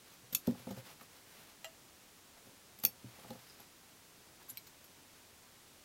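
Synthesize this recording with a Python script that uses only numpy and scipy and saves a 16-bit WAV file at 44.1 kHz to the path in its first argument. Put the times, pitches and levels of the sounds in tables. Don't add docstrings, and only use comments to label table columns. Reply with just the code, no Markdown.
import sys
import numpy as np
from scipy import signal
from scipy.fft import rfft, irfft
from scipy.io import wavfile
from scipy.ndimage import map_coordinates

SR = 44100
rng = np.random.default_rng(int(sys.argv[2]) if len(sys.argv) > 2 else 0)


def gain_from_db(level_db):
    decades = np.asarray(level_db, float) / 20
    return 10 ** decades


def wrap_up_sound(samples):
    columns = np.atleast_2d(samples).T
    tamed = np.clip(columns, -1, 1)
    steps = np.round(tamed * 32767).astype(np.int16)
    wavfile.write(sys.argv[1], SR, steps)


N = 257720

# pitch_hz, t60_s
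ROOM_DECAY = [(150, 0.19), (500, 0.18), (4000, 0.096), (12000, 0.12), (16000, 0.086)]
# pitch_hz, density_db (per Hz)
HISS_COLOUR = [(12, -38), (20, -3.5), (53, -10.0), (76, 0.0), (122, -2.0), (232, -2), (282, -2.0),
               (728, -6.5), (814, -6.5), (935, -6.5), (1240, -8), (6400, -10.5), (14000, -15.5),
               (15600, -21)][:-1]

# peak_s, half_length_s, level_db
QUILT_DRAGS = [(0.108, 0.051, -63), (0.486, 0.051, -60), (0.6, 0.052, -60.5), (0.706, 0.045, -58.5),
               (0.786, 0.028, -57), (0.862, 0.022, -60), (0.908, 0.041, -57.5), (1.018, 0.03, -63),
               (1.163, 0.058, -63.5), (1.315, .06, -62.5), (1.406, 0.04, -59), (1.492, 0.04, -64),
               (2.383, 0.013, -64), (2.465, 0.042, -67), (3.133, 0.14, -65.5), (3.22, 0.055, -66),
               (3.315, 0.04, -59.5), (3.417, 0.052, -63.5), (3.516, 0.053, -66.5), (3.612, 0.031, -61.5),
               (4.13, .03, -77), (4.418, 0.026, -68), (5.176, 0.036, -69)]
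# pitch_hz, density_db (per Hz)
SWISH_COLOUR = [(150, 5), (400, -1.5), (1000, 0), (2500, -2), (5000, -5.5), (9000, -15)]
# pitch_hz, density_db (per Hz)
FIBRE_COLOUR = [(3000, -20), (6000, -6), (11000, 5), (15500, 2.5)]

# start_s, level_db, boom_db (higher nearer the middle), hardness_db
TABLE_KNOCKS = [(0.233, -54, -10, -26), (0.326, -40.5, -19, -12), (0.35, -46.5, -32, -17),
                (0.477, -12.5, -26, -23.5), (0.548, -48, -29, 2), (0.594, -43, -17, -7.5),
                (0.67, -29, -30, -12.5), (0.706, -30, -23, -8.5), (0.771, -35.5, -20, -8.5),
                (0.899, -60, -28, 13), (1.013, -49, -36, 1), (2.369, -55.5, -28, 2.5),
                (2.468, -43.5, -26, -15), (2.488, -53, -20, -14), (2.786, -51, -22.5, -18),
                (2.838, -33, -26.5, -6), (3.043, -37.5, -10.5, -53), (3.185, -47.5, -28, -1),
                (3.245, -44, -25, 1.1), (3.296, -42, -22, -21), (3.3045, -30.5, -31, -13),
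                (3.351, -45, -20, -3), (3.598, -53, -19, 2), (4.517, -48, -23, -26)]
# pitch_hz, level_db, t60_s
TABLE_MODES = [(122.3, 14, 0.18), (196.4, 0, 0.1), (236.8, 0, 0.087), (259, -7, 0.043), (376, 11.5, 0.048),
               (514.5, 10.5, 0.087), (526.2, 1, 0.12), (701, 3, 0.054), (819, 4.5, 0.051),
               (900, -10, 0.037), (1200, 6.5, 0.014)]

# start_s, level_db, ring_db, table_echo_db, room_db
BED_TAPS = [
    (1.644, -32, -6, -14, -2.5),
]
# pitch_hz, level_db, t60_s
BED_MODES = [(650, -3, 0.18), (1330, -9, 0.056), (2000, 6.5, 0.029), (2830, -1, 0.086), (4110, 4.5, 0.02),
             (5760, -5, 0.048), (7500, 5.5, 0.02)]
# pitch_hz, density_db (per Hz)
BED_CONTACT_COLOUR = [(290, -30), (500, -13), (1120, -2), (2010, -10), (2570, -3), (2940, -4), (4110, -15),
                      (4620, -9.5), (7600, -9), (8180, -20), (14300, -16), (16500, -20)]

# peak_s, level_db, length_s, squeak_hz
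SHEARS = [(0.14, -61, 0.0054, 12000), (0.3297, -41, .002, 11900), (0.334, -41, .003, 12500),
          (0.595, -57.5, 0.0034, 11400), (1.012, -59, .003, 12800), (2.789, -54, .003, 12400),
          (2.838, -35, 0.0035, 11960), (3.307, -52.5, 0.0034, 4500), (3.603, -56.5, 0.0036, 11600),
          (4.845, -59.5, 0.0063, 11600)]
# peak_s, level_db, length_s, squeak_hz
STEEL_RUBS = [(.328, -43, 0.0044, 11800), (1.012, -49.5, 0.0036, 1200), (1.027, -59, .005, 11400),
              (2.799, -57, .003, 7350), (2.801, -54.5, .003, 12100), (2.83, -52, 0.0046, 12000),
              (2.845, -50, .003, 11800), (3.495, -65.5, 0.057, 4970), (4.41, -67.5, 0.038, 1000),
              (4.487, -53, .005, 12300), (4.488, -63.5, 0.01, 1080), (4.493, -45, 0.0042, 11700),
              (4.5, -49, 0.0033, 7200), (4.501, -42, 0.0037, 12400), (4.505, -48, 0.0065, 9900),
              (4.5, -60, 0.0097, 3860), (5.44, -68.5, .03, 920)]
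# peak_s, level_db, length_s
THREAD_TUGS = [(.4725, -54, 0.0031), (0.511, -66, .003), (0.71, -63, 0.0067), (0.77, -71, 0.01),
               (4.429, -69, .004), (4.672, -65.5, .008)]
# pitch_hz, density_db (per Hz)
RASP_COLOUR = [(1200, 1), (2500, 1), (4000, 6), (8000, 1), (10500, -16), (13000, 3.5), (15400, 5.5),
               (16000, -9), (16800, -30)]

# start_s, level_db, ring_db, table_echo_db, room_db
SNAPS = [
    (0.3485, -13, -14.5, -12, -9),
    (2.8499, -9, -16, -26, -8),
    (4.572, -26.5, -14, -15, -8),
]
# pitch_hz, level_db, t60_s
BLADE_MODES = [
    [(2605, 3, 0.034), (3430, 1, 0.032), (4500, -9, 0.087), (5445, -2, .05), (6200, -7, .08),
     (10210, -3, 0.059), (12000, 17.5, 0.023), (12800, 15, 0.014), (13230, 16, .02)],
    [(2683, 2.5, 0.029), (3370, -2, 0.025), (4544, -7.5, 0.12), (5500, -10, 0.14), (6280, -11, 0.08),
     (12400, 14, 0.014), (13170, 20, 0.018), (13500, 10.5, .022)],
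    [(2310, 5, 0.026), (2600, 7, 0.014), (4120, 1.5, 0.071), (5500, -1, 0.031), (8750, 0, 0.029),
     (13000, 9, 0.041), (13100, 6, 0.014)],
]
# pitch_hz, density_db (per Hz)
SNAP_COLOURS = [
    [(590, -64), (1000, -19.5), (2070, -20), (2620, -10), (3080, -24), (3430, -14), (4650, -6), (4990, -26),
     (6310, -7), (8260, -8.5), (8760, -13), (12700, -1.5), (15600, -15), (16500, -23)],
    [(590, -57), (1000, -24), (2120, -24), (2620, -2), (3080, -25), (3390, -19), (3900, -15), (4490, -6),
     (4990, -20), (6230, -10), (8160, -17), (13000, -3.5), (15700, -6), (16500, -17)],
    [(880, -60), (1500, -33), (1990, -34), (2260, -6), (3660, -15), (4050, 8), (4800, -15), (7700, -17),
     (8600, -13), (9220, -23), (13000, -1), (16500, -29)],
]


def unit(x):
    return x / np.sqrt(np.mean(x ** 2) + 1e-20)


def along(points, hz):
    point_hz, value = np.transpose(points)
    return np.interp(np.log(hz + 1), np.log(point_hz + 1), value)


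def noise(count, spectrum):
    hz = np.fft.rfftfreq(count, 1 / SR)
    low_edge = [(spectrum[0][0] / 2, -120)]
    gain = gain_from_db(along(low_edge + list(spectrum), hz))
    return unit(irfft(rfft(rng.standard_normal(count)) * gain, count))


def causal(x, spectrum):
    hz = np.fft.rfftfreq(len(x), 1 / SR)
    cepstrum = irfft(np.log(gain_from_db(along(spectrum, hz)) + 1e-6), len(x))
    fold = 2.0 * (np.arange(len(x)) < len(x) // 2)
    fold[0] = 1
    gain = np.exp(rfft(cepstrum * fold))
    return irfft(rfft(x) * gain / np.sqrt(np.mean(abs(gain) ** 2)), len(x))


def add(track, start_s, sound):
    part = track[round(start_s * SR):][:len(sound)]
    part += sound[:len(part)]


def ringing(modes, t, attack_s, scatter_db):
    hz, db, t60 = np.transpose(modes)[:, :, None]
    db = db + scatter_db * rng.standard_normal(hz.shape)
    sines = gain_from_db(db - 60 * t / t60) * np.sin(2 * np.pi * hz * t)
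    return sines.sum(0) * (1 - np.exp(-t / attack_s))


def reverberation(x):
    hz, t, cells = signal.stft(rng.standard_normal(len(x)), SR, nperseg=128)
    decay = gain_from_db(-60 * t / along(ROOM_DECAY, hz)[:, None])
    tail = signal.istft(cells * decay, SR, nperseg=128)[1]
    delayed = np.pad(x, (round(0.0022 * SR), 0))
    return signal.fftconvolve(delayed, tail / np.linalg.norm(tail))[:len(x)]


def background_hiss():
    return gain_from_db(-60.5) * noise(N, HISS_COLOUR)


def quilt_rustle():
    peak_s, half_s, db = np.transpose(QUILT_DRAGS)[:, :, None]
    coarse_s = np.arange(0, N, 64) / SR
    swells = (gain_from_db(db) * np.exp(-((coarse_s - peak_s) / half_s) ** 2)).sum(0)
    clump_samples = 300
    wander = rng.standard_normal(N // clump_samples + 4)
    clumps = gain_from_db(1.9 * map_coordinates(wander, [np.arange(N) / clump_samples]))
    level = clumps * np.interp(np.arange(N) / SR, coarse_s, swells)
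    return level * (noise(N, SWISH_COLOUR) + gain_from_db(-5.5) * noise(N, FIBRE_COLOUR))


def table_knocks():
    track, t = np.zeros(N), np.arange(SR // 3) / SR
    for start_s, db, boom_db, hardness_db in TABLE_KNOCKS:
        middle_db = -11.5 + 0.31 * hardness_db
        # (pitch_hz, level_db)
        drive = [(125, boom_db + 3.5), (188, -3), (240, 0.0042), (290, 0),
                 (380, middle_db), (560, middle_db), (680, hardness_db)]
        modes = [(hz, level + along(drive, hz), t60) for hz, level, t60 in TABLE_MODES]
        dry = ringing(modes, t, attack_s=0.0013, scatter_db=2.5)
        add(track, start_s, -gain_from_db(db - 9.5) * (dry + gain_from_db(-7) * reverberation(dry)))
    highpass = signal.butter(N=4, Wn=92, btype="high", fs=SR, output="sos")
    return signal.sosfilt(highpass, track)


def contact_burst(t, contact_s):
    u = t / contact_s
    return u ** 2 * np.exp(2 - 2 * u) * rng.standard_normal(len(t))


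def impacts(events, colours, bodies, contact_s):
    track, t = np.zeros(N), np.arange(SR // 4) / SR
    since_echo = np.clip(t - 0.0043, 0, None)
    for event, colour, modes in zip(events, colours, bodies):
        start_s, db, ring_db, echo_db, room_db = event
        echo = contact_burst(since_echo, 1.48 * contact_s)
        dry = causal(contact_burst(t, contact_s) + gain_from_db(echo_db) * echo, colour)
        dry = dry + gain_from_db(ring_db) * ringing(modes, t, attack_s=0.00042, scatter_db=1.0)
        add(track, start_s, gain_from_db(db - 9) * (dry + gain_from_db(room_db) * reverberation(dry)))
    return track


def machine_bed_tap():
    return impacts(BED_TAPS, [BED_CONTACT_COLOUR], [BED_MODES], contact_s=0.0016)


def blade_scrapes():
    track, t = np.zeros(N), np.arange(-SR // 20, SR // 10) / SR
    hz = np.fft.rfftfreq(len(t), 1 / SR)
    strokes = [(*row, -3) for row in SHEARS]
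    strokes += [(*row, -13.5) for row in STEEL_RUBS]
    strokes += [(*row, 12000, 8.5) for row in THREAD_TUGS]
    for peak_s, db, length_s, squeak_hz, rasp_db in strokes:
        side_s = length_s * np.where(t < 0, 0.6, 1)
        stroke = np.exp(-(t / side_s) ** 2)
        grit = stroke * gain_from_db(8.5 * rng.standard_normal(len(t))) * rng.standard_normal(len(t))
        damping = 1j * hz * 300
        resonance = damping / (squeak_hz ** 2 - hz ** 2 + damping)
        squeak = gain_from_db(9.0) * irfft(rfft(grit) * resonance, len(t))
        dry = squeak + gain_from_db(rasp_db) * stroke * noise(len(t), RASP_COLOUR)
        add(track, peak_s + t[0], gain_from_db(db) * (dry + gain_from_db(-7.0) * reverberation(dry)))
    return track


def scissor_snaps():
    return impacts(SNAPS, SNAP_COLOURS, BLADE_MODES, contact_s=0.0013)


def scene():
    impacts_on_steel = scissor_snaps() + machine_bed_tap()
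    mono = impacts_on_steel + blade_scrapes() + table_knocks() + quilt_rustle() + background_hiss()
    return np.array([mono, mono])


def roll_off(x):
    return signal.sosfilt(signal.butter(12, 16810, fs=SR, output="sos"), x)


def record(dry):
    over_hz = np.clip(np.fft.rfftfreq(N, 1 / SR) - 15900, 0, None)
    response = gain_from_db(-22 * (over_hz > 0) - 0.011 * over_hz)
    mix = irfft(rfft(dry) * response, N)
    return roll_off(mix)


dry = scene()
out = record(dry)
wrap_up_sound(out)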